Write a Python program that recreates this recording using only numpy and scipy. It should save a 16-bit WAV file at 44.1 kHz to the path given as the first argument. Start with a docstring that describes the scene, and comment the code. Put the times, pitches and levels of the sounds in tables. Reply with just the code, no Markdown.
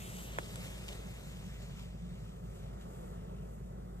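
"""A handheld flare hisses and spits close on the left, then fades towards the middle as it is carried
away over a stubble field. Its gas jet hisses over the soft roar of the flame; slag pops twice,
and sparks snap and crackle faintly. From the right come low wind, a distant rush like a road
and a slowly sinking drone like a far engine."""
import sys
import numpy as np
from scipy import signal
from scipy.fft import rfft, irfft, next_fast_len
from scipy.io import wavfile
from scipy.ndimage import uniform_filter1d, map_coordinates

SR = 44100
rng = np.random.default_rng(int(sys.argv[2]) if len(sys.argv) > 2 else 0)


def wav_out(sig):
    """Save sig, one row per channel (or a flat mono array), as 16-bit PCM at SR to the path in sys.argv[1]."""
    wavfile.write(sys.argv[1], SR, np.round(np.clip(np.atleast_2d(sig).T, -1, 1) * 32767).astype(np.int16))


N = 176400

# The tone colour of each layer. 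Each row: frequency in Hz, relative level in dB.
WIND_EQ = [(15, -26), (35, -6.5), (55, -2), (80, -7.5), (110, 1.5), (150, 0), (195, -3), (235, -10.5),
           (300, -26.5), (600, -23), (2000, -66)]
RUSH_EQ = [(120, -21), (290, -6), (380, 4), (650, -1.5), (900, -5.5), (1100, -10), (1300, -9),
           (1550, -18.5), (2000, -18), (2600, -42.5), (5000, -33)]
ROAR_EQ = [(100, -37), (260, 6.5), (650, 6.5), (900, -3), (1300, -11), (1800, -20), (2800, -22.5)]
SPARK_EQ = [(300, -11), (900, -5), (1800, -1), (3000, 12.5), (5500, -1.5), (8300, 1), (9700, -15),
            (14000, -7)]
CRACK_EQ = [(100, -11), (330, 13.5), (800, 11.5), (1500, 17), (2500, 2.5), (3400, 8), (4800, -8), (6500, 2),
            (8000, 3), (10000, -8), (14000, -9)]
HISS_EQ = [(300, -35), (800, -0.5), (1250, -0.3), (1700, 0), (2100, 2.5), (2900, 2), (3600, 1), (4400, -4),
           (6000, -4.5), (7400, -3), (8800, -5), (9700, -17.5), (14000, -12)]
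FIZZ_EQ = [(3000, -16), (4500, -12.5), (6300, 2), (7700, 9), (8700, 4.5), (10000, -0.5), (12000, 6),
           (14300, 0)]
# Stereo images. Each row: frequency in Hz, left-right likeness from 0 (wide) to 1 (mono).
WIND_IMAGE = [(150, 1), (400, 0.75)]
RUSH_IMAGE = [(250, 0.72), (550, 0.62), (1200, 1), (2500, 0.18)]
ROAR_IMAGE = [(250, 0.99), (1500, 0.12)]
JET_IMAGE = [(500, 0.83), (1400, 0.75), (2200, 0.77), (3050, 0.9), (4300, 0.54), (8000, 0.16),
             (13000, 0.43)]
# Fader rides for the rush and the jet's hiss and top fizz. Each row: time in seconds, fader in dB.
RUSH_FADER = [(0, -57), (.9, -55), (1.4, -58.5), (1.9, -60), (2.3, -57.5), (2.9, -53.5), (3.3, -55),
              (4, -57.5)]
HISS_FADER = [(0, -57.5), (.27, -57), (.34, -56.5), (.5, -58), (.66, -57.5), (.87, -58.5), (.895, -55),
              (.935, -56.5), (.99, -60), (1.35, -61.5), (1.47, -62), (1.83, -63.5), (1.92, -69),
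              (2.25, -67.5), (2.42, -72.5), (2.58, -68), (2.72, -70), (2.95, -70.5), (3.38, -72.5),
              (3.58, -75.5), (3.77, -74.5), (4, -77)]
FIZZ_FADER = [(0, -60.5), (.24, -59), (.33, -68), (.5, -65), (.66, -64.5), (.85, -68.5), (.92, -68),
              (1.03, -73), (1.25, -69), (1.7, -86.5), (1.8, -85), (1.9, -88), (2.44, -78.5), (2.56, -73.5),
              (2.72, -83.5), (2.96, -73), (3.1, -73), (3.2, -82), (3.38, -84), (3.53, -74.5), (3.77, -85.5),
              (4, -77.5)]
# Single sparks. Each row: start in seconds, level in dB.
SPARK_SNAPS = [(0.8817, -36), (0.8868, -44), (0.8876, -37), (.912, -47), (0.9296, -40), (1.795, -47),
               (1.819, -59), (2.811, -55), (2.823, -56)]
# Bursts of slag. Each row: start in seconds, gain in dB, puff pitch in Hz, crack gain on top in dB,
# crack's 60 dB decay in seconds, crack tilt in dB per octave, lead at the left port in ms.
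SLAG_POPS = [(0.386, -5, 1240, -24, 0.031, -2.8, 0.34), (0.5574, -32.5, 1100, 0.5, 0.011, 3, 0.27)]
# Brief surges of the jet. Each row: centre in seconds, boost in dB, width in seconds.
JET_SURGES = [(.65, 3.5, 0.017), (1.628, 3.5, 0.0099), (1.8, 3, 0.02), (2.822, 5.5, 0.016)]
# The flare's path towards the middle. Each row: time in seconds, lead at the left port in ms.
FLARE_PATH = [(0, .31), (.25, .25), (.5, .185), (1.1, .175), (1.5, .155), (2.3, .135), (3, .115), (4, .105)]
# The colour of the two microphone ports. Each row: frequency in Hz, left over right in dB.
PORT_EQ = [(700, 0), (2200, -0.5), (4000, 0.5), (5100, 3), (6800, 0.5), (7600, 3.5), (8450, 8), (9500, 10),
           (10300, -3), (14000, 3)]

WIND_DB, ROAR_DB, HISS_TRIM_DB, FIZZ_TRIM_DB = -48.5, -59, 3.5, 5.5
DRONE_HZ, DRONE_SAG_HZ_PER_S, DRONE_DB = 54.35, 0.561, -49.5
HUM_HZ, HUM_HALF_WIDTH_HZ, HUM_DB = 176.1, 9.7, -53.5
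ROAR_FALL = 1.34  # dB lost by the roar for each dB of the hiss
SNAP_T60_S, SNAP_RISE_S = 0.013, 0.00046
PUFF_T60_CYCLES, POP_RISE_S = 2.5, .0005
SPARKS_PER_S, CRACKLE_OVER_HISS_DB, SPARK_SPREAD_DB = 220, -13, 2.5
HIGH_CUT_HZ = 14400


def amp(db):
    """Decibels to gain."""
    return 10 ** (np.asarray(db) / 20)


def unit(x):
    """Scale to rms 1."""
    return x / np.sqrt(np.mean(x ** 2) + 1e-20)


def along(points, hz):
    """Read (Hz, value) points on a log axis."""
    f, v = np.transpose(points)
    return np.interp(np.log(hz + 1), np.log(f + 1), v)


def curve(rows):
    """One value per sample from (seconds, value) rows."""
    return np.interp(np.arange(N) / SR, *np.transpose(rows))


def wobble(rate):
    """A smooth random curve, rate knots a second."""
    return map_coordinates(rng.standard_normal(1024), [np.arange(N) * rate / SR], mode="wrap")


def filtered(x, response):
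    """Shape x with a gain that depends on frequency."""
    m = next_fast_len(N + SR // 2)
    return irfft(rfft(x, m) * response(np.fft.rfftfreq(m, 1 / SR)), m)[..., :N]


def coloured(pair, eq, image):
    """Two unrelated signals become a stereo pair of rms 1 with this EQ and image."""
    def mid_side_gains(hz):
        width = np.arccos(np.clip(along(image, hz), -1, .999)) / 2
        return amp(along(eq, hz)) * [np.cos(width), np.sin(width)]
    mid, side = filtered(pair, mid_side_gains)
    return unit(np.array([mid + side, mid - side]))


def turbulence(eq, image, patchy_db):
    """Stereo noise with patches of random gain across time and frequency."""
    spectra = signal.stft(rng.standard_normal((2, N)), nperseg=512)[2]
    patches = rng.standard_normal(spectra.shape[1:])
    patches = uniform_filter1d(uniform_filter1d(patches, size=8, axis=0), size=8, axis=1)
    noise = signal.istft(spectra * amp(patchy_db * unit(patches)), nperseg=512)[1]
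    return coloured(noise[:, :N], eq, image)


def panned(pair, lead_ms):
    """Pan by delay: the sound reaches the left port lead_ms before the right."""
    shift = lead_ms * SR / 1000 / 2
    return np.array([map_coordinates(x, [np.arange(N) + sign * shift], order=5, mode="mirror")
                     for x, sign in zip(pair, (1, -1))])


def wind():
    """A bed of low, even rumble over the open field."""
    return amp(WIND_DB) * turbulence(WIND_EQ, WIND_IMAGE, patchy_db=0)


def distant_rush():
    """A far wash of noise, like a road, that swells slowly."""
    level_db = curve(RUSH_FADER) + 0.49 * wobble(11)
    return amp(level_db) * turbulence(RUSH_EQ, RUSH_IMAGE, patchy_db=0.9)


def drone():
    """Like a far engine: one deep tone that sinks slowly, and a blurred hum above it."""
    hz = DRONE_HZ - DRONE_SAG_HZ_PER_S * np.arange(N) / SR
    tone = unit(np.sin(2 * np.pi * np.cumsum(hz) / SR) * amp(0.062 * wobble(2.4)))
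    hum = filtered(rng.standard_normal(N), lambda f: 1 / (1 + ((f - HUM_HZ) / HUM_HALF_WIDTH_HZ) ** 2))
    return amp(DRONE_DB) * tone + amp(HUM_DB) * unit(hum)


def flame():
    """The soft, flickering roar of the burning charge fades with the hiss."""
    fade_db = curve(HISS_FADER) - HISS_FADER[0][1]
    level_db = ROAR_DB + ROAR_FALL * fade_db + 0.18 * wobble(22)
    return amp(level_db) * turbulence(ROAR_EQ, ROAR_IMAGE, patchy_db=1.1)


def spark_snaps():
    """Single sparks burst with a thin, dry tick."""
    envelope = np.zeros(N)
    for start, db in SPARK_SNAPS:
        age = np.maximum(np.arange(N) / SR - start, 0)
        envelope += (1 - np.exp(-age / SNAP_RISE_S)) * amp(db - 60 * age / SNAP_T60_S)
    return envelope * coloured(rng.standard_normal((2, N)), SPARK_EQ, JET_IMAGE)


def slag_pops():
    """Bursting slag: a puff of a cycle or two, layered with a short noisy crack."""
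    out = np.zeros((2, N))
    for start, db, hz, crack_db, t60, tilt_db, lead_ms in SLAG_POPS:
        age = np.maximum(np.arange(N) / SR - start, 0)
        attack = 1 - np.exp(-(age / POP_RISE_S) ** 2)
        puff = 2 * np.sin(2 * np.pi * hz * age) * amp(-60 * age * hz / PUFF_T60_CYCLES)
        eq = [(f, level + tilt_db * np.log2(f / CRACK_EQ[0][0])) for f, level in CRACK_EQ]
        crack = coloured(rng.standard_normal((2, N)), eq, JET_IMAGE) * amp(crack_db - 60 * age / t60)
        out += panned(amp(db) * attack * (puff + crack), lead_ms)
    return out


def jet():
    """The gas jet flutters and surges: a hiss with fizz on top and a crackle of sparks riding along."""
    t = np.arange(N) / SR
    surge_db = sum(db * np.exp(-.5 * ((t - centre) / width) ** 2) for centre, db, width in JET_SURGES)
    flutter_db = surge_db + 0.15 * wobble(25.2) + .5 * wobble(160)
    hiss = turbulence(HISS_EQ, JET_IMAGE, patchy_db=1.5)
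    fizz = turbulence(FIZZ_EQ, JET_IMAGE, patchy_db=1.7)
    spark_sizes = amp(SPARK_SPREAD_DB * np.minimum(rng.exponential(size=(2, N)), 4))
    spark_hits = rng.random((2, N)) < SPARKS_PER_S / SR / 2
    crackle = coloured(spark_sizes * spark_hits, SPARK_EQ, JET_IMAGE)
    body = amp(curve(HISS_FADER) + HISS_TRIM_DB) * (hiss + amp(CRACKLE_OVER_HISS_DB) * crackle)
    top = amp(curve(FIZZ_FADER) + FIZZ_TRIM_DB) * fizz
    return amp(flutter_db) * (body + top)


def scene():
    """The flare drifts in from the left while the background bed stays on the right."""
    flare = panned(jet() + flame() + spark_snaps(), curve(FLARE_PATH)) + slag_pops()
    bed = panned(wind() + distant_rush() + drone(), lead_ms=-.58)
    return flare + bed


def record(dry):
    """Each microphone port colours its side, and a steep high cut takes off the very top."""
    def ports(hz):
        ratio = amp(along(PORT_EQ, hz))
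        return np.array([ratio, np.ones_like(hz)]) * np.sqrt(2 / (1 + ratio ** 2))
    return filtered(filtered(dry, ports), lambda hz: hz < HIGH_CUT_HZ)


dry = scene()
out = record(dry)
wav_out(out)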